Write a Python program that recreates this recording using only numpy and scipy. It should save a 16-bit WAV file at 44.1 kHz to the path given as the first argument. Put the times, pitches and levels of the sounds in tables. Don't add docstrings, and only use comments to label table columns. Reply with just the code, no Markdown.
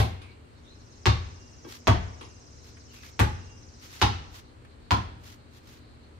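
import sys
import numpy as np
from scipy import signal
from scipy.fft import rfft, irfft
from scipy.io import wavfile

SR = 44100
rng = np.random.default_rng(int(sys.argv[2]) if len(sys.argv) > 2 else 0)


def dump_mix(stems):
    frames = np.atleast_2d(stems).T
    limited = np.clip(frames, -1, 1)
    pcm = np.round(limited * 32767).astype(np.int16)
    wavfile.write(sys.argv[1], SR, pcm)


N = 272960
TIME = np.arange(N) / SR
AGE = np.arange(SR) / SR


def from_db(db):
    return 10 ** (np.asarray(db) / 20)


def rms_one(x):
    return x / np.sqrt(np.mean(x ** 2) + 1e-20)


def at_hz(points, hz, axis=1):
    table = np.array(points)
    return np.interp(np.log(hz + 1e-3), np.log(table[:, 0]), table[:, axis])


def bins(x):
    return np.fft.rfftfreq(x.shape[-1], 1 / SR)


def bump(hz, centre_hz, octaves):
    return np.exp(-.5 * (np.log2((hz + 1e-3) / centre_hz) / octaves) ** 2)


def decay(t60):
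    return from_db(-60 * AGE / t60)


def delay(hz, seconds):
    return np.exp(-2j * np.pi * hz * seconds)


def drift(rate, size):
    knots = rng.standard_normal(int(size / SR * rate) + 2)
    return np.interp(np.arange(size) / SR * rate, np.arange(len(knots)), knots)


def gate(at, start, end, attack, release):
    return np.clip(np.minimum((at - start) / attack, (end - at) / release), 0, 1)


def add(out, start_s, sound):
    at = round(start_s * SR)
    first, last = max(at, 0), min(at + sound.shape[-1], N)
    out[:, first:last] += sound[..., first - at:last - at]


# (frequency [Hz], left minus right [dB])
BALANCE = [(60, 2.5), (250, 2), (500, 2.5), (1000, -1.5), (2000, 0.5), (4000, 1.5), (8000, -2)]


def balance_gains(hz):
    return from_db(at_hz(BALANCE, hz) * np.array([[.5], [-.5]]))


# (frequency [Hz], side minus mid [dB])
SIDE_AGAINST_MID = [(60, -11), (125, -6), (250, -7.5), (500, -0.5), (1000, 4), (2000, 0), (4000, -1),
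                    (7000, 1.5), (9000, 25.5), (12000, -7.5)]


def field(hz, level_db):
    mid, side = rfft(rng.standard_normal((2, 2 * (len(hz) - 1))))
    side = side * from_db(at_hz(SIDE_AGAINST_MID, hz))
    pair = mid + side * np.array([[1], [-1]])
    return rms_one(irfft(pair * from_db(level_db) * balance_gains(hz)))


# (frequency [Hz], relative density [dB per Hz])
AIR_COLOUR = [(20, -23), (40, -5), (80, 0), (120, -1), (165, -13.5), (250, -10), (400, -13), (700, -23),
              (1500, -26), (3000, -30.5), (5000, -42), (8000, -41.5), (9500, -75), (12000, -47.5),
              (15500, -78)]
AIR_DB = -51.5


def still_air():
    hz = bins(TIME)
    return from_db(AIR_DB) * field(hz, at_hz(AIR_COLOUR, hz))


# (frequency [Hz], rms level before wavering [dB])
HUM_TONES = [(75, -60), (240, -65), (297, -70.5)]


def hum(waver_db=2):
    out = 0
    for tone_hz, db in HUM_TONES:
        level = from_db(db + waver_db * drift(9, N))
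        phase = 2 * np.pi * tone_hz * TIME + drift(4.3, N)
        out = out + np.sqrt(2) * level * np.sin(phase)
    return out


# (frequency [Hz], relative density [dB per Hz])
INSECT_COLOUR = [(2800, -43), (3600, -15.5), (4150, -6.5), (4600, -12), (5400, -25.5), (9000, -71)]
INSECT_DB, INSECT_SWELL_DB, INSECT_SWELLS_PER_S = -70.5, 1.2, 3.05


def insects():
    hz = bins(TIME)
    swell_db = INSECT_SWELL_DB * drift(INSECT_SWELLS_PER_S, N)
    chirping_db = 3.5 * drift(22, N)
    return from_db(INSECT_DB + swell_db + chirping_db) * field(hz, at_hz(INSECT_COLOUR, hz))


def among_trees(song, direct_db=-11, woods_t60_s=0.33):
    woods = rms_one(rng.standard_normal((2, SR)) * decay(woods_t60_s)) / np.sqrt(SR)
    return from_db(direct_db) * song + signal.fftconvolve(song[None], woods, axes=1)[:, :N]


def whistle(start, length, first_hz, last_hz, db, flutter, flutters_per_s, waver_db=3, edge_s=0.027):
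    end = start + length
    level = from_db(db + waver_db * drift(24.85, N))
    level = level * gate(TIME, start - edge_s / 2, end + edge_s / 2, edge_s, edge_s)
    pitch = np.interp(TIME, [start, end], [first_hz, last_hz])
    phase = 2 * np.pi * np.cumsum(pitch) / SR + flutter * drift(flutters_per_s, N)
    return np.sqrt(2) * level * np.sin(phase)


# (start [s], level before the trees [dB])
LEVEL_NOTES = [(.11, -68), (1.37, -66), (2.19, -68), (3.36, -67.5)]
NOTE_HZ, NOTE_S, NOTE_FLUTTER = 2790, 0.22, 0.74
# (start [s], length [s], first pitch [Hz], last pitch [Hz], level
# before the trees [dB])
SLURRED_CALLS = [(.215, 0.088, 2420, 2268, -56.5), (.64, 0.093, 3490, 4250, -58.5),
                 (2.88, 0.2, 2990, 2110, -60.5)]
SLUR_FLUTTER = 3.3


def far_notes():
    song = np.zeros(N)
    for s, db in LEVEL_NOTES:
        song += whistle(s, NOTE_S, NOTE_HZ, NOTE_HZ, db, NOTE_FLUTTER, flutters_per_s=110)
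    for slur in SLURRED_CALLS:
        song += whistle(*slur, SLUR_FLUTTER, flutters_per_s=230)
    return among_trees(song)


CHIPS_PER_S = 18.1
TRILL_START_S, TRILL_ATTACK_S, TRILL_END_S, TRILL_RELEASE_S, TRILL_DB = 0.48, 0.57, 4.53, 0.48, -59
CHIP_TOP_HZ, CHIP_FALL_HZ = 7926, 3860
LEAD_AT, LEAD_LENGTH, LEAD_DB = 0.088, 0.038, -6
LOUD_FROM, LOUD_TO, CHIP_EDGE = 0.29, 0.86, 0.064


def trilling_bird(wobble_hz=280):
    cycle = np.cumsum(CHIPS_PER_S * (1 + 0.0065 * drift(4.0, N))) / SR % 1
    pitch = CHIP_TOP_HZ - CHIP_FALL_HZ * cycle + wobble_hz * drift(1500, N)
    lead_in = from_db(LEAD_DB) * np.exp(-.5 * ((cycle - LEAD_AT) / LEAD_LENGTH) ** 2)
    chip = lead_in + gate(cycle, LOUD_FROM, LOUD_TO, CHIP_EDGE, CHIP_EDGE)
    trill = rms_one(chip * np.sin(2 * np.pi * np.cumsum(pitch) / SR))
    effort = gate(TIME, TRILL_START_S, TRILL_END_S, TRILL_ATTACK_S, TRILL_RELEASE_S)
    return among_trees(trill * from_db(TRILL_DB) * effort)


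# (middle [s], half length [s], level before the stroke shape [dB])
SHOE_SCUFFS = [(1.731, 0.032, -45), (2.674, 0.022, -54), (2.96, 0.027, -52.5), (3.059, 0.033, -51.5),
               (3.851, 0.026, -50.5), (3.971, 0.061, -49), (4.367, 0.026, -48.5), (5.291, 0.039, -50),
               (5.561, 0.027, -57.5), (5.715, 0.048, -55)]
# (frequency [Hz], relative density [dB per Hz])
GRIT_COLOUR = [(300, -13), (1200, 2), (2300, 3), (4300, 3), (7000, -2), (9300, -26), (12000, -5),
               (15500, -14)]
SCUFF_GRAINS_PER_S, SCUFF_GRAIN_DB = 170, 2.5


def scuffs():
    out, hz = np.zeros((2, N)), bins(AGE)
    for s, half_s, db in SHOE_SCUFFS:
        stroke = np.exp(-.5 * ((AGE - .5) / half_s) ** 2)
        grains = from_db(SCUFF_GRAIN_DB * drift(SCUFF_GRAINS_PER_S, SR))
        add(out, s - .5, from_db(db) * field(hz, at_hz(GRIT_COLOUR, hz)) * stroke * grains)
    return out


def touch(touch_s=0.0014):
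    return 1 - np.exp(-AGE / touch_s)


def dulling(hz):
    return -6 * np.log2(1 + hz / 7000)


SKIRT_DB = 32
# (time [s], level before the decay [dB])
SHOE_STEPS = [(2.769, -49.5), (3.032, -44), (4.648, -50)]


def steps(centre_hz=1900, octaves=1.28, t60_s=0.071):
    out, hz = np.zeros((2, N)), bins(AGE)
    colour = SKIRT_DB * bump(hz, centre_hz, octaves) + dulling(hz)
    for s, db in SHOE_STEPS:
        add(out, s, from_db(db) * field(hz, colour) * decay(t60_s) * touch())
    return out


# (mean frequency [Hz], mean level [dB], t60 [s])
BALL_MODES = [(570, -22, .3), (840, -19, .27), (921, -20, .3), (1110, -19, .28), (1595, -16, .22),
              (1949, -21, .25), (2287, -21, .24), (2646, -20, .24), (3305, -20, .24), (4150, -26, .24),
              (4880, -27, .24)]


def ball_ring(spread_db=1.5):
    out = 0
    for hz, db, t60 in BALL_MODES:
        phases = rng.uniform(0, 2 * np.pi, (2, 1))
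        pitch = hz * (1 + .004 * rng.standard_normal())
        strength = from_db(db + spread_db * rng.standard_normal())
        out = out + strength * decay(t60) * np.sin(2 * np.pi * pitch * AGE + phases)
    return out


# (time [s], level before the decay [dB], brightness [dB per octave])
HAND_PATS = [(0.216, -51, 9), (1.646, -42, -12), (2.2096, -42, 2)]
# (frequency [Hz], relative level [dB], half the bell's spread [octaves])
PAT_MODES = [(353, 0, 0.34), (1040, -8, .28), (3040, -13, 0.61)]
PAT_T60_S, PAT_RING_DB, PAT_SMACK_DB, PAT_SMACK_T60_S = 0.32, 2.5, 0, 0.028


def hands():
    out, hz = np.zeros((2, N)), bins(AGE)
    bells = [db + SKIRT_DB * bump(hz, centre_hz, 2 * octaves) for centre_hz, db, octaves in PAT_MODES]
    tilt = np.minimum(np.log2(1 + hz / 1000), 2)
    envelope = decay(PAT_T60_S) + from_db(PAT_SMACK_DB) * decay(PAT_SMACK_T60_S)
    for s, db, tilt_db in HAND_PATS:
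        palm = field(hz, np.max(bells, axis=0) + tilt_db * tilt + 2 * dulling(hz)) * envelope
        add(out, s, from_db(db) * (palm + from_db(PAT_RING_DB) * ball_ring()) * touch())
    return out


# (delay [s], level [dB])
LOW_ECHOES = [(.058, -1.9), (.0633, -2.6), (.0833, -10.4)]
# (frequency [Hz], level [dB], t60 [s])
ROOF_MODES = [(54.9, 15.5, 0.52), (74.9, -3.5, 0.71), (90.64, 4, 0.65)]


def thump(wall_s, wall_db, low_hz=73, high_hz=107, squash_s=.0081):
    hz = bins(AGE)
    band = signal.butter(3, [low_hz, high_hz], "band", fs=SR, output="sos")
    pulse = signal.sosfilt(band, signal.unit_impulse(SR))
    paths = 1 + from_db(wall_db) * delay(hz, wall_s)
    for echo_s, db in LOW_ECHOES:
        paths = paths + from_db(db) * delay(hz, echo_s)
    s = 2j * np.pi * hz
    for mode_hz, db, t60 in ROOF_MODES:
        damping = 2 * np.log(1000) / t60
        paths = paths + from_db(db) * damping * s / (s * s + damping * s + (2 * np.pi * mode_hz) ** 2)
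    spectrum = rfft(pulse / np.abs(pulse).max()) * delay(hz, squash_s)
    return irfft(spectrum * paths * balance_gains(hz))


def crack(side_s, roof_s, direct_db=11, side_db=9, roof_db=12, low_hz=700, high_hz=3600, top_hz=7200,
          port_lag_s=0.00015, scatter_db=6, scatter_t60=0.18, skin_hz=1150, skin_db=-9, skin_t60=0.0022,
          count=26):
    band = signal.butter(2, [low_hz, high_hz], "band", fs=SR, output="sos")
    click = signal.sosfilt(band, signal.unit_impulse(SR))
    click = signal.sosfilt(signal.butter(5, top_hz, fs=SR, output="sos"), click)
    flutter = from_db(skin_db) * decay(skin_t60) * np.sin(2 * np.pi * skin_hz * AGE)
    click = click / np.abs(click).max() + flutter
    hz = bins(AGE)
    ports = delay(hz, np.array([[0], [port_lag_s]]))
    reflections = from_db(side_db) * delay(hz, side_s) + from_db(roof_db) * delay(hz, roof_s)
    scattered = np.zeros((2, SR))
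    for s, across in rng.uniform([.002, -.0004], [.12, .0004], (count, 2)):
        scattered[[0, 1], [int(s * SR), int((s + across) * SR)]] += rng.choice([-1, 1])
    scattered = from_db(scatter_db) * rfft(scattered * decay(scatter_t60))
    return -irfft(rfft(click) * (from_db(direct_db) + ports * reflections + scattered))


# (frequency [Hz], build-up [s], early t60 [s], late t60 [s], late level [dB])
CARPORT_TAILS = [(80, 0.011, 0.61, 1, -3), (196, 0.0046, 0.32, 0.64, -21), (443, 0.0026, 0.26, 0.91, -16),
                 (1000, 0.0056, 0.28, 0.86, -20), (2320, 0.0072, 0.14, 0.52, -8),
                 (4330, 0.0041, 0.34, 0.67, -11), (11900, 0.00076, 0.064, 0.17, -6.5)]


def reverberate(near, far):
    hz, spectra, out = bins(near), rfft(np.array([near, far])), 0
    centres = 62.5 * 2 ** np.arange(9)
    for centre, pick in zip(centres, np.eye(len(centres))):
        octave = np.interp(np.log(hz + 1e-3), np.log(centres), pick)
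        roofed, yard = irfft(spectra * octave)
        rise, early, late, late_db = [at_hz(CARPORT_TAILS, centre, axis=k) for k in range(1, 5)]
        tails = roofed * decay(early) + yard * from_db(late_db) * decay(late)
        out = out + (1 - np.exp(-AGE / rise)) * tails
    return out


# (frequency [Hz], relative density [dB per Hz])
SLAP_COLOUR = [(20, -50), (30, -28), (45, 2), (90, 7.5), (150, 8), (220, 7.5), (350, 5), (580, -6),
               (800, 0.5), (1350, -2), (2200, -3.5), (3600, -7), (5500, -12.5), (7400, -19.5),
               (9000, -39.5), (12500, -20.5), (15500, -42)]
KNOCK_DB = 9.7


def slap(body_db, bright_db, top_db, knock_hz, knock_db, knock_octaves, overtone_db,
         level_db=5.0, overtone_ratio=1.58, yard_db=-1.0):
    hz = bins(AGE)
    colour = at_hz(SLAP_COLOUR, hz) + body_db * bump(hz, 286, 0.67)
    colour = colour + bright_db * bump(hz, 4330, 0.61) + top_db * bump(hz, 11500, 0.38)
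    knock = knock_db * bump(hz, knock_hz, knock_octaves)
    knock = knock + overtone_db * bump(hz, overtone_ratio * knock_hz, knock_octaves)
    ripple = 4.5 * np.interp(hz / 55, np.arange(500), rng.standard_normal(500)) * hz / (hz + 400)
    near = field(hz, colour + knock + ripple)
    far = from_db(yard_db) * field(hz, colour + 0.51 * knock + .5 * ripple)
    return from_db(level_db) * reverberate(near, far)


# (time [s], gain of slap, ring and crack [dB], distance [m], body [dB], brightness [dB],
# top treble [dB], knock pitch [Hz], knock width [octaves], overtone [dB])
BALL_BOUNCES = [(-0.022, -22, 8.4, 3.5, -1, 10, 710, .35, -1.5),
                (1.0570, -20, 7.8, -1.5, 0, -8, 1120, 0.13, 1.5),
                (1.8711, -17.2, 7.5, 0, -8.5, -9.5, 660, .21, 3),
                (3.1927, -20.5, 9, 0, -6.5, 2, 857, 0.058, 1),
                (4.0155, -18.4, 10, -2.5, 0, -3.5, 830, .14, 5.5),
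                (4.908, -20.5, 11.4, 4, -1, -3.5, 850, .29, 7.5)]
SIDE_WALL_S, ROOF_S, BACK_WALL_S = .0051, .0108, 0.0182
MID_DRIVE_M, THUMP_DB = 8.8, -16
BACK_WALL_DB, BACK_WALL_DB_PER_M = 2.5, -1.5


def dribble():
    out = np.zeros((2, N))
    for (s, slap_db, metres, body_db, bright_db, top_db,
         knock_hz, knock_octaves, overtone_db) in BALL_BOUNCES:
        smack = slap(body_db, bright_db, top_db, knock_hz, KNOCK_DB, knock_octaves, overtone_db)
        smack = smack + ball_ring() + from_db(.5 * bright_db) * crack(SIDE_WALL_S, ROOF_S)
        low = thump(BACK_WALL_S, BACK_WALL_DB + BACK_WALL_DB_PER_M * (metres - MID_DRIVE_M))
        add(out, s, from_db(slap_db) * smack + from_db(THUMP_DB) * MID_DRIVE_M / metres * low)
    return out


def scene():
    background = still_air() + hum() + insects() + far_notes() + trilling_bird()
    return background + scuffs() + steps() + hands() + dribble()


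def record(dry, cutoff_hz=15600):
    return signal.sosfilt(signal.ellip(10, .1, 80, cutoff_hz, fs=SR, output="sos"), dry)


dry = scene()
out = record(dry)
dump_mix(out)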